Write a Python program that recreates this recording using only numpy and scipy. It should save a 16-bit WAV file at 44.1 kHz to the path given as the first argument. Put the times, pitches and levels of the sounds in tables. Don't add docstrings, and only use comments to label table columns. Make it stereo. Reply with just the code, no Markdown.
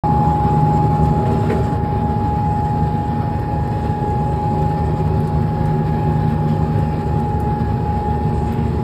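import sys
import numpy as np
from scipy import signal
from scipy.fft import rfft, irfft
from scipy.io import wavfile
from scipy.ndimage import uniform_filter1d

SR = 44100
rng = np.random.default_rng(int(sys.argv[2]) if len(sys.argv) > 2 else 0)


def dump(signal):
    limited = np.clip(np.atleast_2d(signal).T, -1, 1)
    pcm = np.round(limited * 32767).astype(np.int16)
    wavfile.write(sys.argv[1], SR, pcm)


N = 389403
T = np.arange(N) / SR
HZ = np.fft.rfftfreq(N, 1 / SR)

MAINS_HZ, SHAFT_HZ, MESH_HZ = 50., 24.48, 77.18
ROTOR_BARS, PINION_TEETH = 30, 14
PINION_HZ = MESH_HZ / PINION_TEETH
AT_OUTLET_S, AT_BARREL_S, AT_SIEVE_S = (-1, 1.24), (1.215, 1.705), (4.3, 7.1)


def amp(db):
    return 10 ** (np.asarray(db) / 20)


def unit(x):
    return x / np.sqrt(np.mean(x ** 2) + 1e-20)


def envelope(points):
    return amp(np.interp(T, *np.transpose(points)))


def colour(points):
    hz, db = np.transpose(points)
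    return amp(np.interp(np.log(HZ + 1), np.log(hz), db))


def resonances(modes):
    return np.sqrt(sum(amp(db) ** 2 / (1 + ((HZ - hz) / width) ** 2) ** 2 for hz, width, db in modes))


def drift(rate_hz):
    return unit(irfft(rfft(rng.standard_normal(N)) * np.exp(-(HZ / rate_hz) ** 2), N))


def tone(hz, clock, lead_rad=0):
    return np.sqrt(2) * np.cos(2 * np.pi * (hz * clock + rng.random()) + lead_rad)


def shaft_clock(wobble, rate_hz):
    return T + np.cumsum(wobble * drift(rate_hz)) / SR


# (frequency [Hz], coherence [0-1], left lead [rad], left minus right [dB])
STEREO_FIELD = [(60, .995, 0, -.5), (350, .96, -.2, -1.5), (700, .7, -.3, 1), (1900, .62, -.3, 0),
                (2250, .15, -1.2, -1), (2600, .42, -2.4, -3), (4400, .3, -3.2, -3), (5300, .65, -4, -4),
                (6100, .9, -3.1, 0), (14600, .9, 9.4, 0)]
def stereo(first, second):
    hz, *columns = np.transpose(STEREO_FIELD)
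    coherence, lead, tilt_db = (np.interp(HZ, hz, column) for column in columns)
    right = (coherence * first + np.sqrt(1 - coherence ** 2) * second) * np.exp(-1j * lead)
    return irfft(np.array([first * amp(tilt_db / 2), right * amp(-tilt_db / 2)]), N)


def noise(spectrum, repeat=0):
    white = rng.standard_normal((2, N))
    looped = white[:, np.arange(N) % round(SR / PINION_HZ)]
    shake = np.sqrt(1 - repeat) * white[:, ::-1] + np.sqrt(repeat) * looped
    return unit(stereo(*(rfft(shake) * spectrum)))


def patchy(x, patch_db, size):
    bands = signal.stft(x, nperseg=size)[2]
    field = uniform_filter1d(rng.standard_normal(bands.shape[1:]), size=3, axis=0)
    field = unit(uniform_filter1d(field, size=14, axis=1))
    return unit(signal.istft(bands * amp(patch_db * field), nperseg=size)[1][:, :N])


def near(stop, move_s=.13):
    start, end = stop
    return np.clip(np.minimum(T - start, end - T) / move_s + .5, 0, 1)


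def along_tray(levels, wander_db=0):
    base_db, *boosts_db = levels
    stops = (AT_OUTLET_S, AT_BARREL_S, AT_SIEVE_S)
    boost_db = sum(db * near(stop) for db, stop in zip(boosts_db, stops))
    return amp(base_db + boost_db + wander_db * drift(.28))


# (time [s], half-width [s], left gain [dB], right gain [dB], phase direction [+-1])
NODES_AND_CRESTS = [(.3, 0.34, -3.5, 1, -1), (1.32, 0.56, -9.5, 0.5, 1), (1.839, 1, -0.5, -22.5, 1),
                    (2.66, 0.16, 2, 3, -1), (3.52, 0.85, -4, -15, -1), (4.53, 0.1, 2.5, 2.5, 1),
                    (5.19, 0.93, -3.5, -23.5, -1), (6.85, 0.79, -2, -15, 1), (7.69, 0.13, 0.5, -11.5, 1),
                    (8.03, 0.24, 1, 4, -1), (8.74, 0.62, -12.5, -9, 1)]
def standing_wave(start_db=(-16.5, -16), recede_db_per_s=-.78):
    gain = amp(np.array(start_db)[:, None] + recede_db_per_s * T) + 0j
    for s, width, left_db, right_db, direction in NODES_AND_CRESTS:
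        depth = 1 - amp([[left_db], [right_db]])
        gain *= 1 - depth / (1 + 1j * np.sign(direction) * (T - s) / width)
    return gain


# (offset [shaft orders], offset [multiples of twice mains], level [dB])
SLOT_SIDEBANDS = [(0, -3, -47), (1, -2, -48.5), (0, 0, -47.8), (1, 1, -53.5), (0, 2, -48.6)]
# (base level [dB], outlet boost [dB], barrel boost [dB], sieve boost [dB])
LOW_SIDEBAND_LEVELS = (-52, 5.5, -10, 10)
# (time [s], level [dB])
OCTAVE_LEVELS = [(1.7, -56), (2.04, -51.5), (2.73, -57.5), (4.11, -47.5), (4.57, -64.5), (5.95, -45.5),
                 (7.18, -59), (7.69, -43.5), (7.73, -53), (8.8, -58)]
# (time [s], relative level [dB])
UPPER_SLOT_LEVELS = [(1.7, -68), (3.34, -51.5), (4.61, -61.5), (4.8, -46), (5.08, -68), (6.07, -53.5),
                     (7.45, -57), (7.91, -63), (8.13, -51), (8.8, -58)]
def motor(flutter_db=-41, upper_slot_hz=1803.6, overtone_db=-63, shimmer=.19):
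    clock = shaft_clock(wobble=.001, rate_hz=12.2)
    slot_hz = ROTOR_BARS * SHAFT_HZ
    whine_hz = slot_hz + 2 * MAINS_HZ
    wave = standing_wave()
    lead = np.outer([.5, -.5], np.angle(wave[0] / wave[1]))
    load_throb = amp(-46.5) * tone(SHAFT_HZ, clock) + amp(-49) * tone(PINION_HZ, clock)
    flutter = amp(flutter_db) * np.array([drift(4.1), drift(17)])
    out = (abs(wave) + load_throb + flutter) * tone(whine_hz, clock, lead)
    for shaft, mains, db in SLOT_SIDEBANDS:
        hz = slot_hz + round(shaft) * SHAFT_HZ + round(mains) * 2 * MAINS_HZ
        out += amp(db + 2 * np.array([drift(1.5), drift(.72)])) * tone(hz, clock)
    out += along_tray(LOW_SIDEBAND_LEVELS) * tone(slot_hz - 4 * MAINS_HZ, clock)
    out += envelope(OCTAVE_LEVELS) * (1 + shimmer * drift(36)) * tone(2 * whine_hz, clock, .4 * lead)
    upper_gain = envelope(UPPER_SLOT_LEVELS) * amp(2.5) * (1 + shimmer * drift(36))
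    out += upper_gain * tone(upper_slot_hz, clock, -.4 * lead)
    overtones = drift(14) * tone(2538, clock, 2 * lead) + drift(2.9) * tone(3 * whine_hz, clock, lead)
    return out + amp(overtone_db) * overtones


# (time [s], level [dB])
BOOM_LEVELS = [(0.1, -22.5), (0.65, -18.5), (1.15, -22.5), (1.6, -29.5), (2.2, -33), (2.7, -24), (3.7, -33),
               (4.75, -22.5), (6.55, -20), (8.2, -31)]
# (time [s], level [dB])
DRONE_LEVELS = [(2.0, -32.5), (3.6, -36), (5.3, -29.5), (6.5, -26.5), (7.9, -32), (8.7, -26.5)]
# (harmonic number, level [dB], outlet boost [dB], sieve boost [dB])
WEAK_HARMONICS = [(1, -32, 1.5, 1), (4, -46.5, 10, -4), (5, -42.5, -10.5, 2), (6, -41, -7, -13.5),
                  (9, -63, -5, -11)]
def gears(clock, eccentric_rad=.13, scatter_rad=.31):
    sway = eccentric_rad * tone(PINION_HZ, clock)
    out = envelope(BOOM_LEVELS) * tone(2 * MESH_HZ, clock, sway)
    out += envelope(DRONE_LEVELS) * tone(3 * MESH_HZ, clock, 2 * sway)
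    for k, db, outlet_db, sieve_db in WEAK_HARMONICS:
        gain = amp(db + outlet_db * near(AT_OUTLET_S) + sieve_db * near(AT_SIEVE_S) + 2 * drift(1.4))
        out += gain * tone(round(k) * MESH_HZ, clock, np.sqrt(k) * sway + scatter_rad * drift(7))
    return out


# (frequency [Hz], level [dB], outlet boost [dB], sieve boost [dB])
HUM_TONES = [(51.4, -39, -15.5, 2), (70.4, -43.5, 10.5, 1), (73.24, -29.5, -9, -3.5),
             (81.2, -36, -11, -0.5), (99.5, -31, -4.5, 2), (103, -43, -13, 6), (124.8, -31, -0.5, -3),
             (151.6, -35.5, -3, -0.5)]
def hum(clock):
    out = np.zeros(N)
    for hz, db, outlet_db, sieve_db in HUM_TONES:
        gain = amp(db + outlet_db * near(AT_OUTLET_S) + sieve_db * near(AT_SIEVE_S) + .9 * drift(1.2))
        out += gain * tone(hz, clock)
    return out


def drive():
    clock = shaft_clock(wobble=.00085, rate_hz=4.1)
    return (gears(clock) + hum(clock)) * amp([[-.6], [.6]])


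# (frequency [Hz], relative level [dB])
RUMBLE_SPECTRUM = [(20, -20), (40, -15.5), (52, 4), (85, 6), (195, -2), (270, 3), (440, -1), (510, -4),
                   (850, -6), (1200, -14.5), (2000, -50.5)]
# (frequency [Hz], half-width [Hz], relative level [dB])
FRAME_MODES = [(112, 14, 8.5), (132.6, 8.5, 10), (150.6, 10, 9.5), (172.2, 9, 11), (224, 16, 9),
               (399, 49, 1)]
CHURN_MODES = [(370, 25, 0)]
# (relative level [dB], outlet boost [dB], barrel boost [dB], sieve boost [dB])
BODY_LEVELS = (-20.5, 1.5, 0, -0.5)
PANEL_LEVELS = (-26.5, 3.5, 3, 0.5)
# (time [s], level [dB])
CHURN_LEVELS = [(3.9, -48), (4.5, -32.5), (6.5, -33.5), (7.8, -38.5), (8.2, -33)]
def frame(split_hz=260, repeat=.3, recede_db_per_s=-.16):
    spectrum = colour(RUMBLE_SPECTRUM) * np.sqrt(1 + resonances(FRAME_MODES) ** 2)
    low_share = 1 / (1 + (HZ / split_hz) ** 8)
    body = noise(spectrum * np.sqrt(low_share), repeat)
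    body *= along_tray(BODY_LEVELS, wander_db=1.56) * amp(-3)
    panels = patchy(noise(spectrum * np.sqrt(1 - low_share), repeat), patch_db=4, size=8192)
    panels *= along_tray(PANEL_LEVELS) * amp(-1.78 + recede_db_per_s * T)
    churn = noise(resonances(CHURN_MODES)) * envelope(CHURN_LEVELS)
    throb = 1 + .024 * tone(MESH_HZ, T) + .087 * tone(SHAFT_HZ, T)
    return (body + panels + churn) * throb


# (frequency [Hz], relative level [dB])
GRIND_SPECTRUM = [(400, -9), (1000, 1.5), (1300, 5), (1550, 1), (1800, 1.1), (2100, -4), (2550, -2),
                  (3000, -5.5), (4000, -7.5), (5300, -9), (6300, -45.5), (9000, -25)]
# (relative level [dB], outlet boost [dB], barrel boost [dB], sieve boost [dB])
GRIND_LEVELS = (-45.5, 1.5, 4, 1)
def grinding():
    hiss = patchy(noise(colour(GRIND_SPECTRUM)), patch_db=2, size=1024)
    pulse = 1 + .049 * tone(MESH_HZ, T)
    return hiss * pulse * along_tray(GRIND_LEVELS) * amp(5 + 1.23 * drift(26))


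# (frequency [Hz], relative level [dB])
FROTH_SPECTRUM = [(3000, -10), (6000, 20), (7300, 22), (9000, 15), (12000, -24.5), (13800, -8),
                  (15500, -18)]
# (time [s], relative level [dB])
FROTH_LEVELS = [(0.3, -63.5), (1.72, -58), (1.83, -69.5), (2.55, -62.5), (3.55, -67), (3.73, -62),
                (6.2, -66.5), (7.0, -63), (7.6, -65.5), (8.4, -62)]
def froth(bubbles_per_s=150, sieve_extra_per_s=90, spread_db=7.5):
    at_sieve, spectrum = near(AT_SIEVE_S), colour(FROTH_SPECTRUM)
    strength = amp(spread_db * np.minimum(rng.exponential(1, (2, N)), 4) + 4 * at_sieve)
    bursts = strength * (rng.random((2, N)) < (bubbles_per_s + sieve_extra_per_s * at_sieve) / SR)
    fizz = unit(stereo(*(rfft(bursts) * spectrum)))
    hiss = patchy(noise(spectrum), patch_db=2.5, size=512) * amp(2.16 * drift(27))
    return (amp(6) * hiss + amp(-6) * fizz) * envelope(FROTH_LEVELS)


# (time [s], level [dB], t60 [s], centre [Hz], half-width [Hz])
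CAKE_BURSTS = [(0.725, -48, 0.35, 7370, 250), (0.838, -54, 0.11, 5500, 2500),
               (1.053, -34.5, .09, 2500, 5000), (3.77, -46.5, 1.9, 3330, 1600),
               (6.478, -38, 0.33, 2300, 2180), (8.47, -43.5, 3.9, 2440, 1100)]
def seed_cake(rise_s=.0023):
    out = np.zeros((2, N))
    for s, db, t60, hz, width in CAKE_BURSTS:
        age = np.maximum(T - s, 0)
        attack = 1 - np.exp(-age / rise_s)
        out += noise(resonances([(hz, width, 0)])) * attack * amp(db - 60 * age / t60)
    return out


# (frequency [Hz], half-width [Hz], relative level [dB])
CASING_MODES = [(166, 33, 9), (450, 81, 13), (623, 350, -1), (1270, 230, -12), (1950, 350, -26),
                (3270, 5900, -27)]
# (frequency [Hz], relative level [dB], t60 [s])
THUD_MODES = [(474, 0, .06), (415, -1, .11)]
# (time [s], ring level [dB], ring t60 [s], clack re ring [dB], thud re ring [dB])
BLOWS = [(1.255, -31, .35, -3, -10), (1.49, -26, .2, -4, -12), (1.499, -23, .28, -5, 6),
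         (1.514, -23.5, .45, -9, -12)]
def knocks(rise_s=.002, clack_hz=1850, clack_half_width_hz=850, clack_t60_s=.12):
    out = np.zeros((2, N))
    casing = noise(resonances(CASING_MODES))
    bright = noise(resonances([(clack_hz, clack_half_width_hz, 0)]))
    for s, db, t60, clack_db, thud_db in BLOWS:
        age = np.maximum(T - s, 0)
        thud = sum(sign * amp(thud_db + mode_db - 60 * age / mode_t60) * np.sin(2 * np.pi * hz * age)
                   for sign, (hz, mode_db, mode_t60) in zip((1, -1), THUD_MODES))
        clack = bright * amp(clack_db - 60 * age / clack_t60_s)
        ring = casing * amp(-60 * age / t60)
        out += amp(db) * (1 - np.exp(-age / rise_s)) * (thud + clack + ring)
    return out


# (time [s], relative peak [dB], centre [Hz])
OIL_SPITS = [(3.3982, -42.5, 13000), (3.6757, -44, 9500), (4.1021, -43, 8030), (4.6194, -42, 6500),
             (5.2046, -40.5, 11200), (5.2739, -36.3, 9080), (5.6565, -39, 7500), (7.2015, -42.5, 8720),
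             (7.4011, -38, 11500), (8.5245, -35, 13500)]
def spits(snap_t60_s=.012, patter_t60_s=.14, half_width_hz=3400, gain_db=5):
    out, t = np.zeros((2, N)), T[:4096]
    hz = np.fft.rfftfreq(len(t), 1 / SR)
    for s, db, centre_hz in OIL_SPITS:
        band = 1 / (1 + ((hz - centre_hz) / half_width_hz) ** 2)
        patter_db = -12 + 3.5 * unit(uniform_filter1d(rng.standard_normal(len(t)), size=64))
        decay = amp(-60 * t / snap_t60_s) + amp(patter_db - 60 * t / patter_t60_s)
        burst = rng.standard_normal(len(t)) + .5 * rng.standard_normal((2, len(t)))
        spit = irfft(rfft(burst) * band) * decay
        start = round(s * SR)
        out[:, start:start + len(t)] += amp(db + gain_db) * spit / abs(spit).max()
    return out


# (peak time [s], level [dB])
OIL_SPLASHES = [(4.69, -60), (5.08, -62), (5.43, -58.5), (5.93, -60), (6.12, -59.5), (6.295, -57.5),
                (6.42, -59.5), (6.56, -59.5), (6.79, -58.5), (7.02, -61), (7.19, -59), (7.305, -57)]
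def splashes(drops_per_s=320, swell_s=.018, centre_hz=9000, half_width_hz=5500):
    flow = sum(amp(db) * np.exp(-abs(T - s) / swell_s) for s, db in OIL_SPLASHES)
    drops = rng.standard_normal((3, N)) * (rng.random((3, N)) < drops_per_s / SR)
    cloud = drops[2] + .5 * drops[:2]
    return flow * unit(irfft(rfft(cloud) * resonances([(centre_hz, half_width_hz, 0)]), N))


def scene():
    return motor() + drive() + frame() + grinding() + froth() + seed_cake() + knocks() + spits() + splashes()


def record(dry):
    fade_in = np.clip((T - .036) / .002, 0, 1)
    lowpass = signal.firwin(511, 15600, window=("kaiser", 9), fs=SR)
    return signal.oaconvolve(dry * fade_in, lowpass[None], "same")


dry = scene()
out = record(dry)
dump(out)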